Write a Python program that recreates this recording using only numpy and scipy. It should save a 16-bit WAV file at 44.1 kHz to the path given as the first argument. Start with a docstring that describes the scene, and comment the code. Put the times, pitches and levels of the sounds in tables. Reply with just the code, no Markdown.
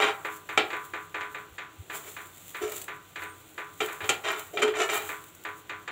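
"""A steel spatula clinks twice on a flat iron griddle, each impact exciting the modes of both. The hot
griddle starts ticking on its support, which rings the sheet-steel stove top. Near 2 s the blade presses
a flatbread: oil sizzles up as steam bubbles burst, and later steam whistles faintly. From 3.8 s the
blade clinks and scrapes under the bread in stick-slip friction and lifts it off. The sizzle sinks and
the ticks go on, over the low rush of a gas flame heard throughout in the small hard-walled kitchen."""
import sys
import numpy as np
from scipy import signal
from scipy.fft import rfft, irfft, next_fast_len
from scipy.io import wavfile
from scipy.ndimage import map_coordinates

SR = 44100
rng = np.random.default_rng(int(sys.argv[2]) if len(sys.argv) > 2 else 0)


def persist_wave(psi):
    """Save psi, clipped to +-1, as 16-bit WAV."""
    counts = np.round(np.clip(psi, -1, 1) * 32767).astype(np.int16)
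    wavfile.write(sys.argv[1], SR, np.atleast_2d(counts).T)


N = 260631
T = np.arange(SR) / SR  # the second that follows a contact
TIME = np.arange(N) / SR  # the whole scene

# modes of the free blade, the blade against the iron, its thin edge and the griddle:
# (frequency [Hz], level [dB], t60 [s])
BLADE_MODES = [(635, -4, .15), (746, -6, .14), (775, -1, .16), (826, -4, .15), (1300, -5, .12),
               (1398, -6, .13), (1848, -4, .1), (2005, -5, .14), (2304, -7, .11), (2382, 1, .13),
               (2783, -6, .1), (3074, -1, .1), (3553, -11, .13), (3795, -8, .08)]
CLANK_MODES = [(770, -2.5, 0.0093), (1328, -1.5, 0.034), (1880, -3, 0.023), (2357, 3.5, 0.028),
               (3238, -5.5, 0.041), (3620, -4, 0.017)]
EDGE_MODES = [(5980, 7.5, 0.053), (7350, -9, 0.3), (7160, 14.5, 0.048), (6960, -10, 0.27), (8400, 5, 0.088)]
GRIDDLE_MODES = [(325, -10, .18), (373, -5, .2), (425, 0, .3), (482, -14, .12), (592, -14, .12),
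                 (715, -13, .1)]
# contact noise of an impact and of the edge: (frequency [Hz], level [dB])
IMPACT_SPECTRUM = [(30, -55), (100, -12), (230, -5), (380, 4.5), (900, -1.5), (1700, -1.5), (2900, 1.5),
                   (3900, -5), (5200, -20.5), (6500, -42), (15000, -59)]
EDGE_SPECTRUM = [(3500, -19), (5300, -10), (6300, -6), (7200, 3.5), (8400, -7), (10000, -17.5),
                 (13000, -18), (15300, -51)]
# the spatula strikes: (time [s], relative level [dB], griddle boom [dB], edge ring [dB])
IMPACTS = [(0.03, -17, -9, -32), (0.575, -9, -12, -13.5), (2.617, -44, 20.5, -14),
           (3.804, -19.5, -5.5, -11.5), (4.041, -28, -5, -13), (4.091, -13, -23, -3),
           (4.572, -19, -19, -25), (4.623, -21, 4, -6), (4.678, -25.5, 4, -12), (4.889, -26, -9, -11)]


def spatula_impacts(level_db=-4, crack_db=-3, blade_db=-4, boom_db=-3, edge_db=-3, edge_ring_db=-12):
    """Impulse response: steel hits iron with a crack, and both vibrate freely in their damped modes."""
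    out = np.zeros(N)
    bodies = (CLANK_MODES, BLADE_MODES, GRIDDLE_MODES, EDGE_MODES)
    for s, db, low_db, high_db in IMPACTS:
        clank, blade, iron, edge_ring = (struck(ring(modes, scatter_db=2)) for modes in bodies)
        clink = struck(clank + amp(crack_db) * burst(IMPACT_SPECTRUM, t60=0.2) + amp(blade_db) * blade)
        boom = iron * (1 - np.exp(-T / 0.0056))  # the griddle responds more slowly
        edge = struck(burst(EDGE_SPECTRUM, t60=0.051) + amp(edge_ring_db) * edge_ring)
        impact = clink + amp(low_db + boom_db) * boom + amp(high_db + edge_db) * edge
        landing = 1 - np.exp(-T / .0014)  # the thin blade flexes as it lands
        add(out, s, amp(db + level_db) * landing * impact)
    return kitchen(out, wet_db=-10)


# friction noise of steel on iron: (frequency [Hz], level [dB])
RASP_SPECTRUM = [(30, -52), (200, -56), (500, -1.5), (950, 6), (1350, 9.5), (1800, 3), (2300, 7.5),
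                 (2900, -1), (3700, -2), (4500, -12.5), (5300, -21.5), (7200, -34), (9500, -30),
                 (15000, -34)]
# strokes of the blade, at relative levels:
# (start [s], push [s], ease [s], rasp [dB], griddle boom [dB], edge hiss [dB], drop while easing [dB])
STROKES = [(0, 0.0021, 0.12, -19, -25, -35.5, 17), (1.92, 0.028, 0.056, -40.5, -40, -50, 23),
           (2.035, 0.047, .022, -47, -46.5, -49, 12), (2.613, 0.0055, 0.18, -37.5, -30, -42, 17.5),
           (2.712, 0.0057, 0.042, -39, -44, -44, 22), (3.806, 0.0061, 0.15, -31.5, -31, -51, 31),
           (4.01, 0.03, 0.037, -34, -39.5, -60, 17), (4.241, 0.026, .16, -26.5, -32, -39.5, 22.5),
           (4.536, 0.059, .035, -45.5, -27.5, -46.5, 3), (4.619, 0.012, 0.016, -17, -34, -28.5, 24),
           (4.639, 0.009, 0.058, -40, -27.5, -55, 6), (4.755, 0.065, 0.041, -26.5, -23.5, -33, 10),
           (4.891, .004, 0.05, -30.5, -36, -37, 2.5), (4.923, 0.013, 0.14, -28.5, -29.5, -40.5, 18)]


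def spatula_scrapes(rasp_db=-3, blade_db=-4, boom_db=-4, hiss_db=-6, edge_db=-9, groan_db=-6,
                    bite_db=11, fade_s=0.0063):
    """Stick-slip friction: slips drive blade and griddle, and the griddle's main mode groans."""
    levels = np.zeros((3, N))
    for s, push, ease, *peaks_db, drop_db in STROKES:
        contact = np.clip(1 + np.minimum(TIME - s, s + push + ease - TIME) / fade_s, 0, 1)
        force = contact * amp(np.interp(TIME - s, [0, push, push + ease], [-bite_db, 0, -drop_db]))
        levels = np.maximum(levels, np.outer(amp(peaks_db), force))
    rasp, boom, hiss = levels
    slips = grains(rate=1900, spread_db=5) * amp(2.6 * wobble(140))
    blade = sliding(resonate(slips, BLADE_MODES, damping=1.4), depth=.022, rate=12)
    steel = amp(rasp_db) * coloured(slips, RASP_SPECTRUM) + amp(blade_db) * blade
    edge_ring = resonate(slips, EDGE_MODES, damping=1.6)
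    edge = amp(hiss_db) * coloured(slips, EDGE_SPECTRUM) + amp(edge_db) * edge_ring
    iron = resonate(slips, GRIDDLE_MODES, damping=2)
    groan_hz = GRIDDLE_MODES[2][0] * (1 + .012 * wobble(60))
    groan = amp(2.5 * wobble(45)) * np.sin(2 * np.pi * np.cumsum(groan_hz) / SR)
    scrape = rasp * steel + hiss * edge + amp(boom_db) * boom * iron
    return kitchen(scrape, wet_db=-6) + amp(groan_db) * boom * groan


def sliding(x, depth, rate):
    """Frequency modulation: the blade's resonances glide as the contact point travels along it."""
    return map_coordinates(x, [np.arange(N) + np.cumsum(depth * wobble(rate))], mode="wrap")


# distinct modes of the stove top: (frequency [Hz], level [dB], t60 [s])
STOVE_MODES = [(318, -14, .8), (420, -10, .6), (474, -9, .27), (760, -13, .45), (860, -7, .5),
               (998, -6, .55), (1104, -6, .42), (1191, -1, .48), (1349, -2, .4), (1405, -6, .34),
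               (1514, -2, .36), (1653, -6, .33), (1785, -6, .27), (1895, -8, .3), (2155, -7, .24),
               (2255, -6, .24), (2342, -8, .24), (2495, -7, .22)]
# strength of its dense, overlapping modes: (frequency [Hz], level [dB])
SHEET_SPECTRUM = [(150, -89), (330, -3), (620, -5.5), (1100, -9.5), (1600, 5), (2350, 7.5), (2850, -1),
                  (3700, 0.5), (5200, -26.5), (7200, -4.5), (9500, -39), (15000, -42)]
# their decay: (frequency [Hz], t60 [s])
SHEET_DECAY = [(300, 0.14), (700, 0.25), (1150, 0.48), (2200, 0.24), (3500, 0.25), (8000, 0.13)]
# the griddle slips on its support: (time [s], relative level [dB], tilt [dB/octave])
TICKS = [(0.247, -26.5, -5.5), (0.489, -30, -3.5), (0.702, -31, -3.5), (0.729, -27, -5), (0.935, -28, -5),
         (1.143, -27.5, -5), (1.207, -30.5, -3.5), (1.345, -31, -4.5), (1.581, -32, -2), (1.898, -32, -3.5),
         (2.164, -34, -3), (2.545, -32, -2.5), (2.88, -31.5, -4), (3.157, -32, -2), (3.219, -31.5, -4.5),
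         (3.578, -30.5, -4.5), (3.884, -32, -3.5), (4.004, -31, -4.5), (4.738, -31, -4), (5.09, -29, -4),
         (5.449, -29.5, -5), (5.694, -31, -3.5), (5.876, -30, -3)]


def griddle_ticks(level_db=-4, modes_db=-7, fresh_db=-7, crack_db=-7, echo_db=-7, echo_s=.039,
                  attack_s=.0015):
    """Free vibration of a plate: the same spot slips each time, so the stove top rings almost alike."""
    crack_spectrum = [(1000, -24), (2000, 0), (3700, -10), (4600, -2.5), (5400, -22), (7200, -14),
                      (12000, -32)]
    sheet = lambda: struck(coloured(tail(SHEET_DECAY), SHEET_SPECTRUM))
    body = sheet() + amp(modes_db) * struck(ring(STOVE_MODES, scatter_db=-2))
    dull_echo = filtered(body, lambda hz: amp(along([(600, -16), (1150, 8.5), (2000, -3)], hz)))
    body = body + amp(echo_db) * np.interp(T - echo_s, T, dull_echo, left=0)
    onset = 1 - np.exp(-T / attack_s)
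    out = np.zeros(N)
    for s, db, tilt_db in TICKS:
        crack = amp(crack_db) * burst(crack_spectrum, t60=0.066)
        tilt = lambda hz: amp(tilt_db * np.log2(np.clip(hz, 400, 5000) / 1600))
        tick = filtered(body + crack + amp(fresh_db) * sheet(), tilt)
        add(out, s, amp(db + level_db) * struck(tick * onset))
    return out


# frying noise: (frequency [Hz], level [dB])
OIL_SPECTRUM = [(1500, -6.5), (3600, -0.5), (4500, -7.5), (5300, -14), (6300, -3.5), (7400, 7),
                (8700, -2.5), (10500, -3.5), (12500, -5), (14300, 3.5), (15400, 3)]
# the oil left to itself: (time [s], relative level [dB])
SIMMER = [(0.0, -52.5), (1.66, -60), (2.73, -51), (2.91, -59), (3.61, -56), (3.95, -49.5), (4.74, -55.5),
          (4.95, -45), (5.25, -55.5), (5.91, -62.5)]
# the bread is pressed or moved onto fresh iron: (peak time [s], relative level [dB], rise constant [s])
FLURRIES = [(0.335, -46.5, 0.037), (0.855, -48.5, 0.024), (1.965, -35, 0.026), (2.09, -43, 0.085),
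            (2.47, -50.5, 0.15), (2.76, -38, 0.054), (3.22, -47.5, 0.027), (3.85, -41.5, 0.032),
            (3.93, -41.5, 0.0067), (4.1, -40, 0.023), (4.31, -52, 0.013), (4.395, -40, .018),
            (4.47, -49, .04), (4.945, -32.5, 0.026), (5.085, -40.5, 0.052), (5.58, -51, 0.033)]
# bursting oil drops: (time [s], relative level [dB])
SPITS = [(0.366, -38), (0.766, -42), (2.721, -26), (2.8162, -27), (2.8214, -32), (2.8416, -32),
         (3.237, -36), (3.861, -30), (4.317, -31.5), (4.3946, -28), (5.24, -37), (5.35, -39), (5.438, -37)]


def oil_sizzle(hiss_db=-1.5, crackle_db=-3, spit_db=-2, fall_over_rise=1.12):
    """Shot noise: steam bubbles burst independently, so flurries add in power; a few drops spit."""
    spurts_db = 1.5 * wobble(22)
    simmer = amp(spurts_db + np.interp(TIME, *np.transpose(SIMMER)))
    flurry_power = sum((amp(db) * swell(s, rise, fall_over_rise * rise)) ** 2
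                       for s, db, rise in FLURRIES)
    level = np.sqrt(simmer ** 2 + flurry_power)
    hiss = amp(hiss_db) * coloured(rng.standard_normal(N), OIL_SPECTRUM)
    bubbles = grains(rate=850, spread_db=5.5) * amp(3.5 * wobble(35))
    out = level * (hiss + amp(crackle_db) * coloured(bubbles, OIL_SPECTRUM))
    for s, db in SPITS:
        add(out, s, amp(db + spit_db) * burst(OIL_SPECTRUM, t60=0.025))
    return kitchen(out, wet_db=-9)


# soft knocks: (time [s], level [dB], frequency [Hz])
BUMPS = [(1.519, -48, 69), (1.804, -35.5, 90), (2.64, -49, 65), (4.04, -41, 98), (4.646, -34.5, 260)]


def handling_bumps(width_s=0.014):
    """Gaussian tone pulses: handling and the leaning spatula give a few low cycles each."""
    return sum(amp(db) * np.exp(-((TIME - s) / width_s) ** 2) * np.cos(2 * np.pi * hz * (TIME - s))
               for s, db, hz in BUMPS)


# escapes of steam: (peak time [s], relative level [dB])
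WHISTLES = [(3.312, -51), (3.46, -63)]


def steam_whistle(level_db=-2, whistle_hz=8570, waver=0.0042, rise_s=.045, fall_s=0.024):
    """Orifice tone: steam whistles faintly and unsteadily through a pinhole in the pressed bread."""
    level = sum(amp(db + level_db) * swell(s, rise_s, fall_s) for s, db in WHISTLES)
    pitch_hz = whistle_hz * (1 + waver * wobble(200))
    return level * np.sin(2 * np.pi * np.cumsum(pitch_hz) / SR)


# rush of the burner: (frequency [Hz], level [dB])
FLAME_SPECTRUM = [(15, -53), (25, -10), (92, -8), (164, -1), (226, -14), (311, -2), (482, -9.5),
                  (779, -10.5), (1180, -23), (1780, -16), (1950, -12.5), (3460, -15.5), (4060, -19),
                  (5110, -33), (6000, -23), (7800, -25), (13200, -120)]


def gas_flame(rush_db=-57, drone_db=-62, drone_hz=95, drone_t60=.385, stove_db=-64):
    """Combustion noise: a broadband rush, a low drone and faint forced ringing of the stove top."""
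    rush = coloured(rng.standard_normal(N), FLAME_SPECTRUM)
    drone = resonate(rng.standard_normal(N), [(drone_hz, 0, drone_t60)], damping=1)
    sheet = resonate(rng.standard_normal(N), STOVE_MODES[:11], damping=3.2)
    return amp(rush_db) * rush + amp(drone_db) * drone + amp(stove_db) * sheet


# reverberation time of the room: (frequency [Hz], t60 [s])
KITCHEN_DECAY = [(200, 0.23), (1000, 0.51), (3000, 0.21), (12000, 0.22)]


def kitchen(x, wet_db, delay_s=0.003):
    """Reverberation: diffuse reflections from close, hard walls follow the direct sound."""
    walls = tail(KITCHEN_DECAY) * np.clip(T / delay_s - 1, 0, 1)
    return x + amp(wet_db) * signal.fftconvolve(x, walls / np.linalg.norm(walls))[:N]


def ring(modes, scatter_db):
    """Modal superposition: damped sinusoids of random phase and slightly scattered strength."""
    return sum(amp(db + scatter_db * rng.standard_normal() - 60 * T / t60)
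               * np.sin(2 * np.pi * (hz * T + rng.random())) for hz, db, t60 in modes)


def resonate(x, modes, damping):
    """Forced vibration: x drives modes whose decay rates are multiplied by damping; rms 1."""
    def response(f):
        total = 0
        for k, (hz, db, t60) in enumerate(modes):
            width_hz = damping * np.log(1000) / (np.pi * t60)
            loss = 1j * f * width_hz
            total += (-1) ** k * amp(db) * loss / (hz * hz - f * f + loss)
        return total * (1j * f / (140 + 1j * f)) ** 2  # small plates radiate no deep bass
    return unit(filtered(x, response))


def tail(t60s):
    """Modal overlap: countless modes merge into noise that decays at its own rate in each band."""
    hz, t, bands = signal.stft(rng.standard_normal(SR), SR, nperseg=256)
    decay = amp(-60 * t / along(t60s, hz)[:, None])
    return signal.istft(bands * decay, SR, nperseg=256)[1][:SR]


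def burst(spectrum, t60):
    """Broadband transient: coloured noise in exponential decay."""
    return coloured(rng.standard_normal(SR), spectrum) * amp(-60 * T / t60)


def grains(rate, spread_db):
    """Poisson process: impulses of uneven size, on average rate a second."""
    sizes = amp(spread_db * np.clip(rng.standard_normal(N), -2, 2)) * rng.choice([-1, 1], N)
    return unit(sizes * (rng.random(N) < rate / SR))


def swell(s, rise, fall):
    """Exponential growth to 1 at time s, then decay, each with its time constant."""
    return np.exp(np.minimum((TIME - s) / rise, (s - TIME) / fall))


def wobble(rate):
    """Random modulation: a smooth curve, rate knots a second."""
    return map_coordinates(rng.standard_normal(int(N * rate / SR) + 4), [np.arange(N) * rate / SR])


def coloured(x, spectrum):
    """Spectral shaping of x, at rms 1."""
    return unit(filtered(x, lambda hz: amp(along(spectrum, hz))))


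def filtered(x, response):
    """Linear filtering: the spectrum of x times a frequency response."""
    size = next_fast_len(len(x) + SR // 2)
    return irfft(rfft(x, size) * response(np.fft.rfftfreq(size, 1 / SR)), size)[:len(x)]


def along(points, hz):
    """Interpolation of (frequency [Hz], value) points on a log axis."""
    knots_hz, values = np.transpose(points)
    return np.interp(np.log(hz + 1), np.log(knots_hz + 1), values)


def add(track, s, sound):
    """Superposition of a sound on the track at time s."""
    start = max(round(s * SR), 0)
    track[start:start + len(sound)] += sound[:max(N - start, 0)]


def amp(db):
    """Decibels to amplitude ratio."""
    return 10 ** (np.asarray(db) / 20)


def unit(x):
    """Normalisation to rms 1."""
    return x / np.sqrt(np.mean(x ** 2) + 1e-20)


def struck(x, size=440):
    """Normalisation of a transient to rms 1 over its first samples."""
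    return x / np.sqrt(np.mean(x[:size] ** 2) + 1e-20)


def scene():
    """Superposition: all sources at the stove sum at one microphone."""
    metal = griddle_ticks() + spatula_impacts() + spatula_scrapes()
    return (metal + oil_sizzle() + steam_whistle() + gas_flame() + handling_bumps())[None]


def record(dry, low_hz=33, top_hz=15750, ceiling=.52):
    """Band limiting and saturation: a small microphone loses both extremes and rounds hard peaks."""
    heard = filtered(dry[0], lambda hz: (1j * hz / (low_hz + 1j * hz)) ** 2)
    rounded = heard / (1 + (heard / ceiling) ** 4) ** .25
    return filtered(rounded, lambda hz: hz < top_hz)[None]


dry = scene()
out = record(dry)
persist_wave(out)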